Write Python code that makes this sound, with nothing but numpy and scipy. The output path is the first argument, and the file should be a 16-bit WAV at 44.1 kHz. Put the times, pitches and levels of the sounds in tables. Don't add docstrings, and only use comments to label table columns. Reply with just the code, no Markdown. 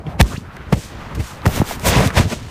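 import sys
import numpy as np
from scipy import signal
from scipy.fft import rfft, irfft, next_fast_len
from scipy.io import wavfile
from scipy.ndimage import map_coordinates

SR = 44100
rng = np.random.default_rng(int(sys.argv[2]) if len(sys.argv) > 2 else 0)


def to_wav(s):
    ch = np.atleast_2d(s).T
    pcm = np.round(np.clip(ch, -1, 1) * 32767)
    wavfile.write(sys.argv[1], SR, pcm.astype(np.int16))


N = 110250


def snaps():
    # t/s, level/dB, rise/s, fall/s, tilt/(dB/oct)
    cracks = [(0.068, -22.5, 0.0012, 0.017, -6), (0.2064, -1, 0.0047, 0.00072, -1.14),
              (0.2111, 0, 0.00082, 0.0022, 2.3), (0.7279, -3.5, 0.002, 0.0063, -3),
              (1.206, -27, 0.011, 0.0087, 0), (1.457, -10.5, 0.0013, 0.0022, -1.5),
              (1.462, -11, 0.0037, 0.011, -4.5), (1.485, -14.5, 0.0051, 0.014, -7.5),
              (1.619, -27, 0.00043, 0.0067, -9), (2.105, -15, 0.00043, 0.0029, -3.5)]
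    # f/Hz, level/dB
    spectrum = [(50, -58), (120, -1.5), (180, 6), (300, -1.5), (650, 3), (1100, -4), (1500, -13),
                (2100, -3), (3500, -12), (7000, -17), (15000, -26.5)]
    t, out = clock(), np.zeros(N)
    for peak_s, db, rise_s, fall_s, tilt_db_oct in cracks:
        envelope = np.exp(-np.abs(t - peak_s) / np.where(t < peak_s, rise_s, fall_s))
        out += amp(db) * envelope * noise(spectrum, tilt_db_oct)
    return out


def thumps(roughness=0.42):
    # t/s, level/dB, first f/Hz, final f/Hz, decay/s
    pushes = [(.072, -20, 170, 86, 0.0082), (0.2031, 6.5, 195, 55.8, 0.018),
              (0.379, -11.5, 192, 81, 0.0045), (0.7281, 0.5, 260, 69.4, 0.01),
              (1.194, -9.5, 176, 61, 0.018), (1.4655, 1, 189, 51.9, 0.013), (1.601, -0.5, 160, 73, 0.0077),
              (1.6165, -1.5, 270, 70, 0.0071), (1.963, -2, 226, 95.4, 0.02), (2.06, -3, 196, 67.5, 0.015),
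              (2.171, -0.5, 111, 62, 0.014), (2.198, 5.5, 183, 55, 0.0098), (2.272, -7, 170, 63.4, 0.0049),
              (2.415, -15.5, 136.2, 82, 0.011)]
    return falling_rings(pushes, attack_s=0.0015, sag_s=0.0084) * (1 + roughness * wobble(300))


def knocks(roughness=0.46):
    # t/s, level/dB, first f/Hz, final f/Hz, decay/s
    pops = [(.2043, 6, 2940, 1135, 0.0014), (.7255, -9, 1450, 340, 0.005), (1.4627, -10, 1840, 523, 0.0016),
            (1.577, -9.5, 895, 232, 0.0037), (1.6162, 2.5, 994, 232, 0.0026),
            (1.7105, -13, 1200, 655, 0.0036)]
    return falling_rings(pops, attack_s=0.00049, sag_s=0.00109) * (1 + roughness * wobble(1500))


def raps(relative_width=0.5):
    # t/s, level/dB, f/Hz, decay/s
    hits = [(0.0661, -32, 2840, 0.0023), (0.2113, 0.5, 2200, 0.0021), (0.568, -29, 1759, 0.0043),
            (0.7261, -8, 1000, 0.0022), (1.419, -36.5, 3860, 0.0021), (1.4625, -7, 1600, 0.0021),
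            (2.1038, -14.5, 1750, 0.0015)]
    return sum(amp(db) * die_away(start_s, decay_s) * rasp(hz, relative_width * hz)
               for start_s, db, hz, decay_s in hits)


def gust(flutter_db=1.38, jitter_db=4.0):
    # t/s, level/dB
    roar_db = [(1.80, -46), (1.87, -13), (1.915, -21.5), (1.97, -13.5), (2.025, -15.5), (2.07, -23),
               (2.125, -36), (2.15, -27), (2.18, -7.5), (2.21, -22), (2.26, -42.5), (2.33, -18.5),
               (2.37, -54)]
    # f/Hz, level/dB
    spectrum = [(40, -12), (110, -2.5), (200, 6), (330, -4), (450, 1.5), (525, 1.5), (590, 0), (660, 2),
                (850, -6.5), (975, -1.5), (1150, -8), (1500, -8.5), (2100, -8.5), (4000, -17.5),
                (8000, -23), (15000, -32.5)]
    # t/s, level/dB
    shudder_db = [(1.9, -50), (1.97, -26), (2.06, -27), (2.12, -66), (2.16, -32), (2.2, -20), (2.26, -48)]
    roar = noise(spectrum) * amp(curve(roar_db, outside=-120) + flutter_db * wobble(140))
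    shudder = rasp(214.2, width_hz=300) * amp(curve(shudder_db, outside=-120) + jitter_db * wobble(90))
    return roar + shudder


def swishes(grain_db=1.5):
    # t/s, level/dB, rise/s, fall/s, tilt/(dB/oct), sizzle/dB
    strokes = [(0.292, -37, 0.033, 0.067, 2.5, 2.5), (.81, -38, 0.051, 0.059, 5.5, -1.5),
               (.94, -41.5, 0.17, 0.19, -1.64, -14), (1.151, -31.5, 0.0019, 0.0085, -2.3, 19),
               (1.266, -38.5, 0.055, 0.061, 2.5, 6), (1.48, -37, 0.019, 0.082, 2, 23),
               (1.574, -24, 0.049, 0.031, -2.3, 19), (1.707, -27, 0.037, 0.034, -1.5, 19.5),
               (1.835, -39, 0.027, 0.021, 8, 5), (1.878, -17.5, 0.018, 0.023, 7.5, 4.5),
               (1.95, -20, 0.057, 0.023, 0, -18), (2.061, -29, 0.015, 0.018, 6, -3),
               (2.184, -20.5, 0.023, 0.04, -1.35, 5.5), (2.323, -33, 0.037, 0.038, 5, -6.5),
               (2.40, -40.5, 0.02, 0.44, -1.5, 5)]
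    # f/Hz, level/dB
    spectrum = [(100, 5.5), (500, 0.5), (1500, 4), (3000, 3), (4800, -1), (6300, -1.5), (9200, -8.5),
                (10400, -15), (12500, -17), (15300, -22)]
    t, out = clock(), np.zeros(N)
    for peak_s, db, rise_s, fall_s, tilt_db_oct, sizzle_db in strokes:
        width_s = np.where(t < peak_s, rise_s, fall_s)
        envelope = np.exp(-0.5 * ((t - peak_s) / width_s) ** 2)
        out += amp(db) * envelope * noise(spectrum, tilt_db_oct, sizzle_db)
    return out * amp(grain_db * wobble(600))


def creases(tick_s=0.00053, clicks_per_s=490, scatter_db=4, grain_s=0.00013, settle_s=0.017):
    # t/s, level/dB
    flips = [(0.566, -40), (0.729, -29), (0.735, -26), (1.4671, -18.5), (1.479, -20), (1.797, -24.5),
             (2.0753, -13)]
    # t/s, level/dB
    bursts = [(0.215, -35), (0.725, -34.5), (1.462, -27.5), (2.07, -38)]
    # f/Hz, level/dB
    spectrum = [(300, -14), (2500, 4.5), (7000, 1), (10000, -3), (15000, -10)]
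    settling = sum(amp(db) * die_away(start_s, settle_s) for start_s, db in bursts)
    clicks = (rng.random(N) < clicks_per_s / SR) * amp(scatter_db * rng.standard_normal(N))
    grains = signal.lfilter([1], [1, -np.exp(-1 / (grain_s * SR))], clicks)
    crinkles = settling * unit(grains * noise(spectrum))
    spikes = sum(amp(db) * np.exp(-np.abs(clock() - peak_s) / tick_s) for peak_s, db in flips)
    return crinkles + spikes * noise(spectrum)


def slip():
    # t/s, f/Hz, level/dB
    path = [(.29, 449, -46), (.318, 793, -31), (.337, 1264, -36), (.355, 1385, -37), (.366, 2724, -35.5),
            (.374, 4000, -39.5), (.378, 6200, -38), (.385, 7100, -68)]
    return rasp(curve(path), width_hz=1300) * amp(curve(path, column=2, outside=-120))


def buffet(jitter_db=4.6):
    # t/s, level/dB
    rumble_db = [(0, -34), (.08, -28), (.14, -32), (.22, -25), (.41, -35.5), (.52, -46), (.65, -39),
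                 (.76, -19), (.83, -49), (.92, -33.5), (1.12, -34), (1.18, -24.5), (1.29, -48), (1.36, -37),
                 (1.42, -35), (1.52, -26.5), (1.68, -36), (1.8, -28), (1.98, -16.5), (2.12, -37),
                 (2.22, -24), (2.37, -37), (2.5, -39)]
    # f/Hz, level/dB
    spectrum = [(15, -40), (30, -38), (55, 0), (95, -5.5), (180, -10.5), (300, -19), (600, -26.5),
                (2000, -101)]
    return noise(spectrum) * amp(curve(rumble_db) + jitter_db * wobble(36.32))


def wind(jitter_db=2.5):
    # t/s, level/dB
    rush_db = [(0, -49), (.1, -39), (.25, -45), (.42, -46), (.6, -39), (.85, -43), (1.06, -36),
               (1.25, -40.5), (1.42, -36), (1.8, -33.5), (2.15, -51), (2.5, -42)]
    # f/Hz, level/dB
    spectrum = [(60, 11), (200, 5), (500, 2), (900, 2), (1400, -3.5), (2200, -7), (4000, -16),
                (8000, -27.5), (11000, -30), (15000, -32)]
    return noise(spectrum) * amp(curve(rush_db) + jitter_db * wobble(23.78))


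def whoosh(jitter_db=2.7, peak_hz=1250):
    # t/s, level/dB
    swell_db = [(0, -41), (.12, -38.5), (.25, -44), (.41, -53), (.46, -46), (.6, -41), (.72, -45.5),
                (.9, -61), (1.05, -37.5), (1.15, -37.5), (1.22, -51), (1.3, -33.5), (1.37, -57),
                (1.43, -39.5), (1.7, -43.5), (2.1, -35.5), (2.5, -71)]
    # f/Hz, level/dB
    spectrum = [(400, -32), (900, 1), (1250, 4.5), (1800, -4), (2600, -9.5), (6000, -37.5)]
    # t/s, f/Hz
    glide_hz = [(0.05, 649.7), (.58, 1501), (.9, 1221)]
    read_position = np.cumsum(curve(glide_hz) / peak_hz)
    gliding = map_coordinates(noise(spectrum), [read_position], mode="wrap")
    return gliding * amp(curve(swell_db) + jitter_db * wobble(46.43))


def falling_rings(rows, attack_s, sag_s):
    out = np.zeros(N)
    for start_s, db, first_hz, final_hz, decay_s in rows:
        age_s = np.maximum(clock() - start_s, 0)
        cycles = final_hz * age_s + (first_hz - final_hz) * sag_s * (1 - np.exp(-age_s / sag_s))
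        envelope = (1 - np.exp(-age_s / attack_s)) * np.exp(-age_s / decay_s)
        out += amp(db) * envelope * np.sin(2 * np.pi * cycles)
    return out


def noise(spectrum, tilt_db_oct=0, sizzle_db=0, sizzle_hz=13400):
    size = next_fast_len(N + 8192)
    f = np.fft.rfftfreq(size, 1 / SR) + 1
    hz, db = np.transpose(spectrum)
    shape_db = np.interp(np.log2(f), np.log2(hz), db)
    shelf_db = sizzle_db * np.minimum(f / sizzle_hz, 1) ** 2
    gain = amp(shape_db + tilt_db_oct * np.log2(f) + shelf_db)
    return unit(irfft(rfft(rng.standard_normal(size)) * gain, size)[:N])


def rasp(hz, width_hz):
    phase = 2 * np.pi * np.cumsum(hz * np.ones(N)) / SR
    return unit(wobble(width_hz) * np.sin(phase) + wobble(width_hz) * np.cos(phase))


def wobble(knots_per_s):
    return map_coordinates(rng.standard_normal(4096), [clock() * knots_per_s], mode="wrap")


def die_away(start_s, decay_s):
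    age_s = clock() - start_s
    return (age_s > 0) * np.exp(-np.abs(age_s) / decay_s)


def curve(rows, column=1, outside=None):
    rows = np.array(rows)
    return np.interp(clock(), rows[:, 0], rows[:, column], outside, outside)


def amp(db):
    return 10 ** (np.asarray(db) / 20)


def unit(x):
    return x / np.sqrt(np.mean(x ** 2) + 1e-20)


def clock():
    return np.arange(N) / SR


def scene():
    sheet = gust() + swishes() + snaps() + thumps() + knocks() + raps() + creases() + slip()
    return (sheet + wind() + whoosh() + buffet())[None]


def record(dry, low_cut_hz=17.7, ceiling=0.66, hardness=7, top_hz=15750, edge_hz=550):
    low_cut = signal.butter(1, low_cut_hz, "highpass", fs=SR, output="sos")
    filtered = signal.sosfilt(low_cut, dry)
    clipped = filtered / (1 + np.abs(filtered / ceiling) ** hardness) ** (1 / hardness)
    size = next_fast_len(N + 8192)
    passband = np.clip((top_hz - np.fft.rfftfreq(size, 1 / SR)) / edge_hz, 0, 1) ** 2
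    return irfft(rfft(clipped, size) * passband, size)[:, :N]


dry = scene()
out = record(dry)
to_wav(out)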